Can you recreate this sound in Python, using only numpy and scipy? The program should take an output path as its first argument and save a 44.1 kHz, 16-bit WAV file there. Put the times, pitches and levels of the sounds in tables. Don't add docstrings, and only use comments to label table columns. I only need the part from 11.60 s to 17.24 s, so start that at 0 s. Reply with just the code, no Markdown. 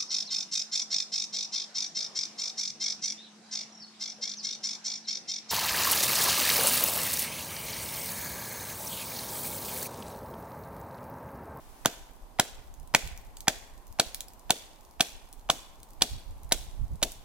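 import sys
import numpy as np
from scipy import signal
from scipy.fft import rfft, irfft, next_fast_len
from scipy.io import wavfile
from scipy.ndimage import uniform_filter1d, map_coordinates

SR = 44100
rng = np.random.default_rng(int(sys.argv[2]) if len(sys.argv) > 2 else 0)


def inscribe(sig):
    pcm = np.round(np.clip(np.atleast_2d(sig).T, -1, 1) * 32767)
    wavfile.write(sys.argv[1], SR, pcm.astype(np.int16))


N = 248724
T = np.arange(SR // 4) / SR

# start_s, crack_db, crunch_s, notch_hz, notch_boost_db, hiss_boost_db, wave_db, wave_hz
BLOWS = [ (0.258, -18, 0.0011, 1550, 8.5, 12, -30.5, 744),
         (0.7968, -17, 0.0037, 1550, 6.5, 4.5, -25.5, 662),
         (1.3483, -13.5, 0.00054, 2160, 13.5, -2, -25.5, 853),
         (1.8806, -17, 0.0035, 1840, 13.5, 2.5, -28, 714), (2.3971, -17, 0.0037, 4050, 6, 2, -29, 715),
         (2.9051, -17, 0.0027, 3400, 6.5, 6, -25.5, 684), (3.406, -16.5, 0.0043, 2850, 5, -1.5, -28.5, 685),
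         (3.899, -17.5, 0.0031, 1080, 13.5, -12.5, -25.5, 713),
         (4.4193, -16, 0.0047, 4090, 10, -0.5, -39.5, 674),
         (4.9214, -17.5, 0.0049, 3500, 5.5, 5.5, -31, 677), (5.427, -19.5, 0.0093, 2900, 4, -1, -33.5, 580)]


def amp(db):
    return 10 ** (np.asarray(db) / 20)


def unit(x):
    return x / np.sqrt(np.mean(x ** 2) + 1e-20)


def burst(x):
    return x / np.sqrt(np.sum(x ** 2) * 100 / SR + 1e-20)


def along(points, hz):
    pitches, values = np.transpose(points)
    return np.interp(np.log(hz + 1), np.log(pitches), values)


def add(track, start_s, x):
    start = max(round(start_s * SR), 0)
    part = track[..., start:start + x.shape[-1]]
    part += x[..., :part.shape[-1]]


def filtered(x, response):
    size = next_fast_len(x.shape[-1] + SR // 8)
    return irfft(rfft(x, size) * response(np.fft.rfftfreq(size, 1 / SR)), size)[..., :x.shape[-1]]


def ringing(gain_db, size=4096):
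    cepstrum = irfft(np.log(amp(gain_db(np.fft.rfftfreq(size, 1 / SR))) + 1e-6))
    cepstrum[1:size // 2] *= 2
    cepstrum[size // 2 + 1:] = 0
    return irfft(np.exp(rfft(cepstrum)))


def diffuse(pair, colour):
    # pitch_hz, likeness (1 = the same)
    likeness = [(120, 1), (400, 0.76), (1000, 0.29), (2500, 0.094), (6000, 0.055)]
    turn = lambda hz: np.arccos(np.clip(along(likeness, hz), -1, 1)) / 2
    mid, side = filtered(pair, lambda hz: amp(along(colour, hz)) * [np.cos(turn(hz)), np.sin(turn(hz))])
    return np.array([mid + side, mid - side])


def wobble(rate):
    return map_coordinates(rng.standard_normal(int(N * rate / SR) + 4), [np.arange(N) * rate / SR])


def from_notch(x):
    # pitch_hz, lead_radians
    lead = [(150, 0.5), (350, -0.21), (650, -0.86), (900, -0.65), (1300, -0.6), (2800, -1.02), (5500, -1.7),
            (8500, -1.76), (13000, -2)]
    # pitch_hz, level_db
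    lean = [(300, 0), (700, .7), (1500, -1), (4500, -2.5), (8000, -1.5), (13000, 1.5)]
    side = lambda hz, share: amp(share * along(lean, hz)) * np.exp(1j * share * along(lead, hz))
    return filtered(x, lambda hz: [side(hz, .5), side(hz, -.5)])


def hush_and_breeze(hush_db=-58, lean_db=3, flutter_db=5.0):
    # pitch_hz, level_db
    hush_colour = [(60, -21.5), (120, -4), (260, 0.5), (480, -3.5), (790, 2), (1020, 0.5), (1300, -10),
                   (1700, -14.5), (2600, -16.5), (6000, -18.5), (12000, -19), (14000, -17), (15800, -32.5)]
    # pitch_hz, level_db
    wind_colour = [(10, -10), (25, 8.5), (50, 1), (80, -7.5), (140, -16), (300, -37), (700, -65)]
    # time_s, level_db
    strength = [(0, -52), (1.0, -49), (1.4, -45.5), (2.2, -49.5), (3.3, -54.5), (4.3, -48.5), (4.8, -40),
                (5.64, -40)]
    hush = unit(diffuse(rng.standard_normal((2, N)), hush_colour)) * amp(hush_db + .6 * wobble(2))
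    breeze_db = np.interp(np.arange(N) / SR, *np.transpose(strength))
    buffet = unit(filtered(rng.standard_normal((2, N)), lambda hz: amp(along(wind_colour, hz))))
    eddies = np.array([wobble(28), wobble(28)])
    breeze = unit(buffet * amp(flutter_db * eddies)) * amp(breeze_db)
    return hush + breeze * amp([[-lean_db], [lean_db]])


def thin_hiss(peak_db=-59, swell_db_per_s=5, fade_s=0.14):
    colour = [(1000, -5), (4000, -13), (10000, -12), (15000, -15)]  # pitch_hz, level_db
    noise = unit(diffuse(rng.standard_normal((2, N)), colour))
    t = np.arange(N) / SR - BLOWS[0][0]
    return noise * amp(peak_db + np.minimum(swell_db_per_s * t, -60 * t / fade_s))


def ice_chirp(wave_db, chirp_db, lead_s, pitch_hz, drop_hz=4200, glide_s=.0016, swell_s=0.003):
    hz = pitch_hz * (1 + 0.0098 * rng.standard_normal()) + drop_hz * np.exp(-T / glide_s)
    tone = np.sin(2 * np.pi * (np.cumsum(hz) / SR + rng.random()))
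    front = np.exp(-((T - .002) / .0012) ** 2)
    swell = np.exp(np.minimum((T - lead_s) / swell_s, (lead_s - T) / 0.001))
    # pitch_hz, level_db
    colour = [(300, -3.5), (2000, 4.0), (4000, -2), (7000, -8), (15000, -18.0)]
    rasp = filtered(rng.standard_normal(len(T)), lambda f: amp(along(colour, f)))
    rasp *= np.minimum(T / .001, 1) * np.exp(-T / 0.0044)
    chirp = 0.14 * burst(tone * front) + amp(-3) * burst(rasp)
    return amp(wave_db) * burst(tone * swell) + amp(chirp_db) * chirp


def crunch(length_s, onset=0.55, release_s=0.0013, grain_db=3):
    grains = amp(grain_db * unit(uniform_filter1d(rng.standard_normal(len(T)), size=20)))
    bite = np.minimum(T / length_s + onset, 1) * np.exp(-np.maximum(T - 1.1 * length_s, 0) / release_s)
    return burst(rng.standard_normal(len(T)) * grains * bite)


def ice_hum(level_db=-34, pitch_hz=660, spread_hz=110, fade_s=.17, low_db=-2):
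    # pitch_hz, level_db
    colour = [(60, -18.0), (150, -2), (280, 4.5), (380, 1), (520, 2), (1000, -36.5), (3000, -56.5)]
    noise = rng.standard_normal((2, len(T)))
    note = unit(filtered(noise[0], lambda hz: 1 / (1 + 1j * (hz - pitch_hz) / spread_hz) ** 2))
    low = unit(filtered(noise[1], lambda hz: amp(along(colour, hz))))
    return amp(level_db) * burst((note + amp(low_db) * low) * amp(-60 * T / fade_s))


def spray(gain_db=-13, fade_s=0.051, grain_db=3):
    grains = amp(grain_db * unit(uniform_filter1d(rng.standard_normal(len(T)), size=30)))
    fade = (1 - np.exp(-(T / 0.013) ** 2)) * amp(-60 * T / fade_s)
    noise = diffuse(rng.standard_normal((2, len(T))), [(1000, -1.2), (4000, -1.5), (15000, -1.5)])
    return amp(gain_db) * np.sqrt(2) * burst(noise * grains * fade)


def bank_echo(rise_s=0.025, clump_db=2.5):
    # pitch_hz, fade_s
    fade_times = [(150, 0.96), (700, 0.93), (2000, 0.82), (4000, 0.59), (8000, 0.51), (15000, 0.47)]
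    # pitch_hz, level_db
    colour = [(100, -6), (400, 7.5), (700, 1), (1200, -6), (3000, -0.5), (8000, 1), (15000, 0)]
    hz, t, bands = signal.stft(rng.standard_normal((2, SR * 3 // 4)), SR, nperseg=256)
    fade = amp(-60 * t / along(fade_times, hz)[:, None]) * (1 - np.exp(-(t / rise_s) ** 2))
    clumps = amp(clump_db * unit(uniform_filter1d(rng.standard_normal(bands.shape[1:]), 24, axis=0)))
    tail = diffuse(signal.istft(bands * fade * clumps, SR, nperseg=256)[1], colour)
    return tail / np.linalg.norm(tail[0])


def chopping(lead_s=.0095, thud_delay_s=.001, echo_db=-18, ring_share=0.47, crack_share=0.32):
    # pitch_hz, level_db
    crack_colour = [(300, -26.5), (800, -7), (1150, -11), (2000, -7.5), (4000, -5), (8000, -1.5),
                    (11000, -6), (15000, -6.5), (16000, -10.5)]
    # pitch_hz, level_db
    thud_colour = [(30, -21), (70, -13), (130, -2.5), (290, -2), (400, -8.5), (520, -4), (750, -4.5),
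                   (1050, -7), (1600, -29.5), (4000, -39.5)]
    # pitch_hz, half_width_hz, boost_db
    ring_tones = [(1503, 130, 7), (2400, 300, 5), (2933, 96, 2), (3440, 270, 10.5), (3930, 110, 4.5),
                  (4456, 140, 8.5), (5630, 190, 8), (6450, 320, 6), (7400, 240, 4), (10020, 460, 4.5),
                  (13400, 350, 2.5)]
    out = np.zeros((2, N))
    thud = burst(ringing(lambda hz: along(thud_colour, hz)))
    for start_s, crack_db, crunch_s, notch_hz, notch_db, hiss_db, wave_db, wave_hz in BLOWS:
        thud_db = -22.5 - 1.67 * start_s
        tilt_db_per_octave = -4 + 0.54 * start_s
        chirp_db = crack_db - 22 - 2 * np.log2(crunch_s / 0.0027)
        shift = 1 + 0.014 * rng.standard_normal()
        broad = lambda hz: along(crack_colour, hz) + tilt_db_per_octave * np.log2(hz / 4000 + 0.043)
        rings = lambda hz: sum(db / (1 + ((hz - f * shift) / width) ** 2) for f, width, db in ring_tones)
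        notch = lambda hz: notch_db * np.exp(-(np.log2((hz + 1) / notch_hz) / 0.27) ** 2)
        hiss = lambda hz: hiss_db * np.exp(-((hz - 13000) / 4800) ** 2)
        tap = ringing(lambda hz: broad(hz) + rings(hz) + notch(hz) + hiss(hz))
        crack = burst(signal.fftconvolve(crunch(crunch_s), tap))
        direct = amp(crack_db) * crack
        add(direct, thud_delay_s, -amp(thud_db) * thud)
        add(direct, thud_delay_s, ice_hum())
        add(out, start_s - lead_s, from_notch(ice_chirp(wave_db, chirp_db, lead_s, wave_hz)))
        add(out, start_s, from_notch(direct))
        around = burst(ringing(lambda hz: broad(hz) + ring_share * (rings(hz) + notch(hz))))[None]
        splinters = signal.fftconvolve(spray(), around / np.linalg.norm(around), axes=1)
        add(out, start_s, amp(crack_db) * splinters)
        for source, share in ((crack[None], crack_share), (around, 1 - crack_share)):
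            echo = signal.fftconvolve(bank_echo(), source, axes=1)
            add(out, start_s, amp(crack_db + echo_db) * np.sqrt(share) * echo)
    return out


def tick(pitch_hz, fade_s=0.0091, octaves=1.45):
    ring = ringing(lambda hz: np.maximum(-6 * (np.log2((hz + 1) / pitch_hz) / octaves) ** 2, -40), 512)
    t = T[:SR // 40]
    click = signal.fftconvolve(rng.standard_normal(len(t)) * amp(-60 * t / fade_s), ring)
    return click / np.abs(click).max()


def chips(crumb_db=-29, crumbs_per_blow=32, skid_db=-7, skid_fade_s=0.16):
    # start_s, peak_db, pitch_hz
    landings = [(1.1404, -35.5, 8400), (1.4752, -28, 5760), (1.5762, -31.5, 8000), (1.77, -30, 7000),
                (1.806, -25.5, 8000), (2.3258, -37.5, 12000), (2.5458, -17, 7200), (2.6066, -19.5, 7600),
                (2.6837, -34, 10000), (3.728, -31, 11500), (4.2315, -31, 9450), (5.5198, -21.5, 12100)]
    out = bits_off_blade()
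    for start_s, peak_db, pitch_hz in landings:
        add(out, start_s, amp(peak_db) * tick(pitch_hz))
    for start_s, crack_db, *_ in BLOWS:
        for flight, size, pitch in rng.random((crumbs_per_blow, 3)):
            landing_s = start_s + .04 + .4 * flight ** 2
            peak_db = crack_db + crumb_db + 8 * size ** 2 - 10 * flight
            add(out, landing_s, amp(peak_db) * tick(5000 + 8000 * pitch))
    skid = rng.standard_normal((2, len(T))) * amp(-60 * T / skid_fade_s)
    skids = signal.fftconvolve(out[None], skid / np.linalg.norm(skid[0]), axes=1)[:, :N]
    return from_notch(out) + amp(skid_db) * skids


def bits_off_blade(count=3, delay_s=0.28, lift_s=0.2, loudest_db=-38.5, spread_db=6, middle_hz=9400):
    out = np.zeros(N)
    for start_s, *_ in BLOWS[1:]:
        for when, size, pitch in rng.random((count, 3)):
            click = amp(loudest_db - spread_db * (1 - size)) * tick(middle_hz * 2 ** ((pitch - .5) / 2))
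            add(out, start_s + delay_s + lift_s * when, click)
    return out


def gusts(half_length_s=0.028, lean_db=4.0):
    # peak_s, level_db
    puffs = [(1.23, -50.5), (1.46, -39.5), (4.54, -35.5), (5.231, -33.5), (5.33, -32)]
    # pitch_hz, level_db
    colour = [(12, -20.5), (35, 1), (60, 3.5), (120, -7), (250, -22.5), (600, -50.5), (1500, -90)]
    t = np.arange(N) / SR
    swell = sum(amp(db) * np.exp(-((t - peak_s) / half_length_s) ** 2) for peak_s, db in puffs)
    eddies = unit(filtered(rng.standard_normal((2, N)), lambda hz: amp(along(colour, hz))))
    return eddies * swell * amp([[-lean_db], [lean_db]])


def scene():
    return chopping() + chips() + thin_hiss() + hush_and_breeze() + gusts()


def record(dry):
    top_hz = 16150
    rounded = dry / (1 + np.abs(dry) ** 6) ** (1 / 6)
    return filtered(rounded, lambda hz: 1 / np.sqrt(1 + (hz / top_hz) ** 160))


dry = scene()
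out = record(dry)
inscribe(out)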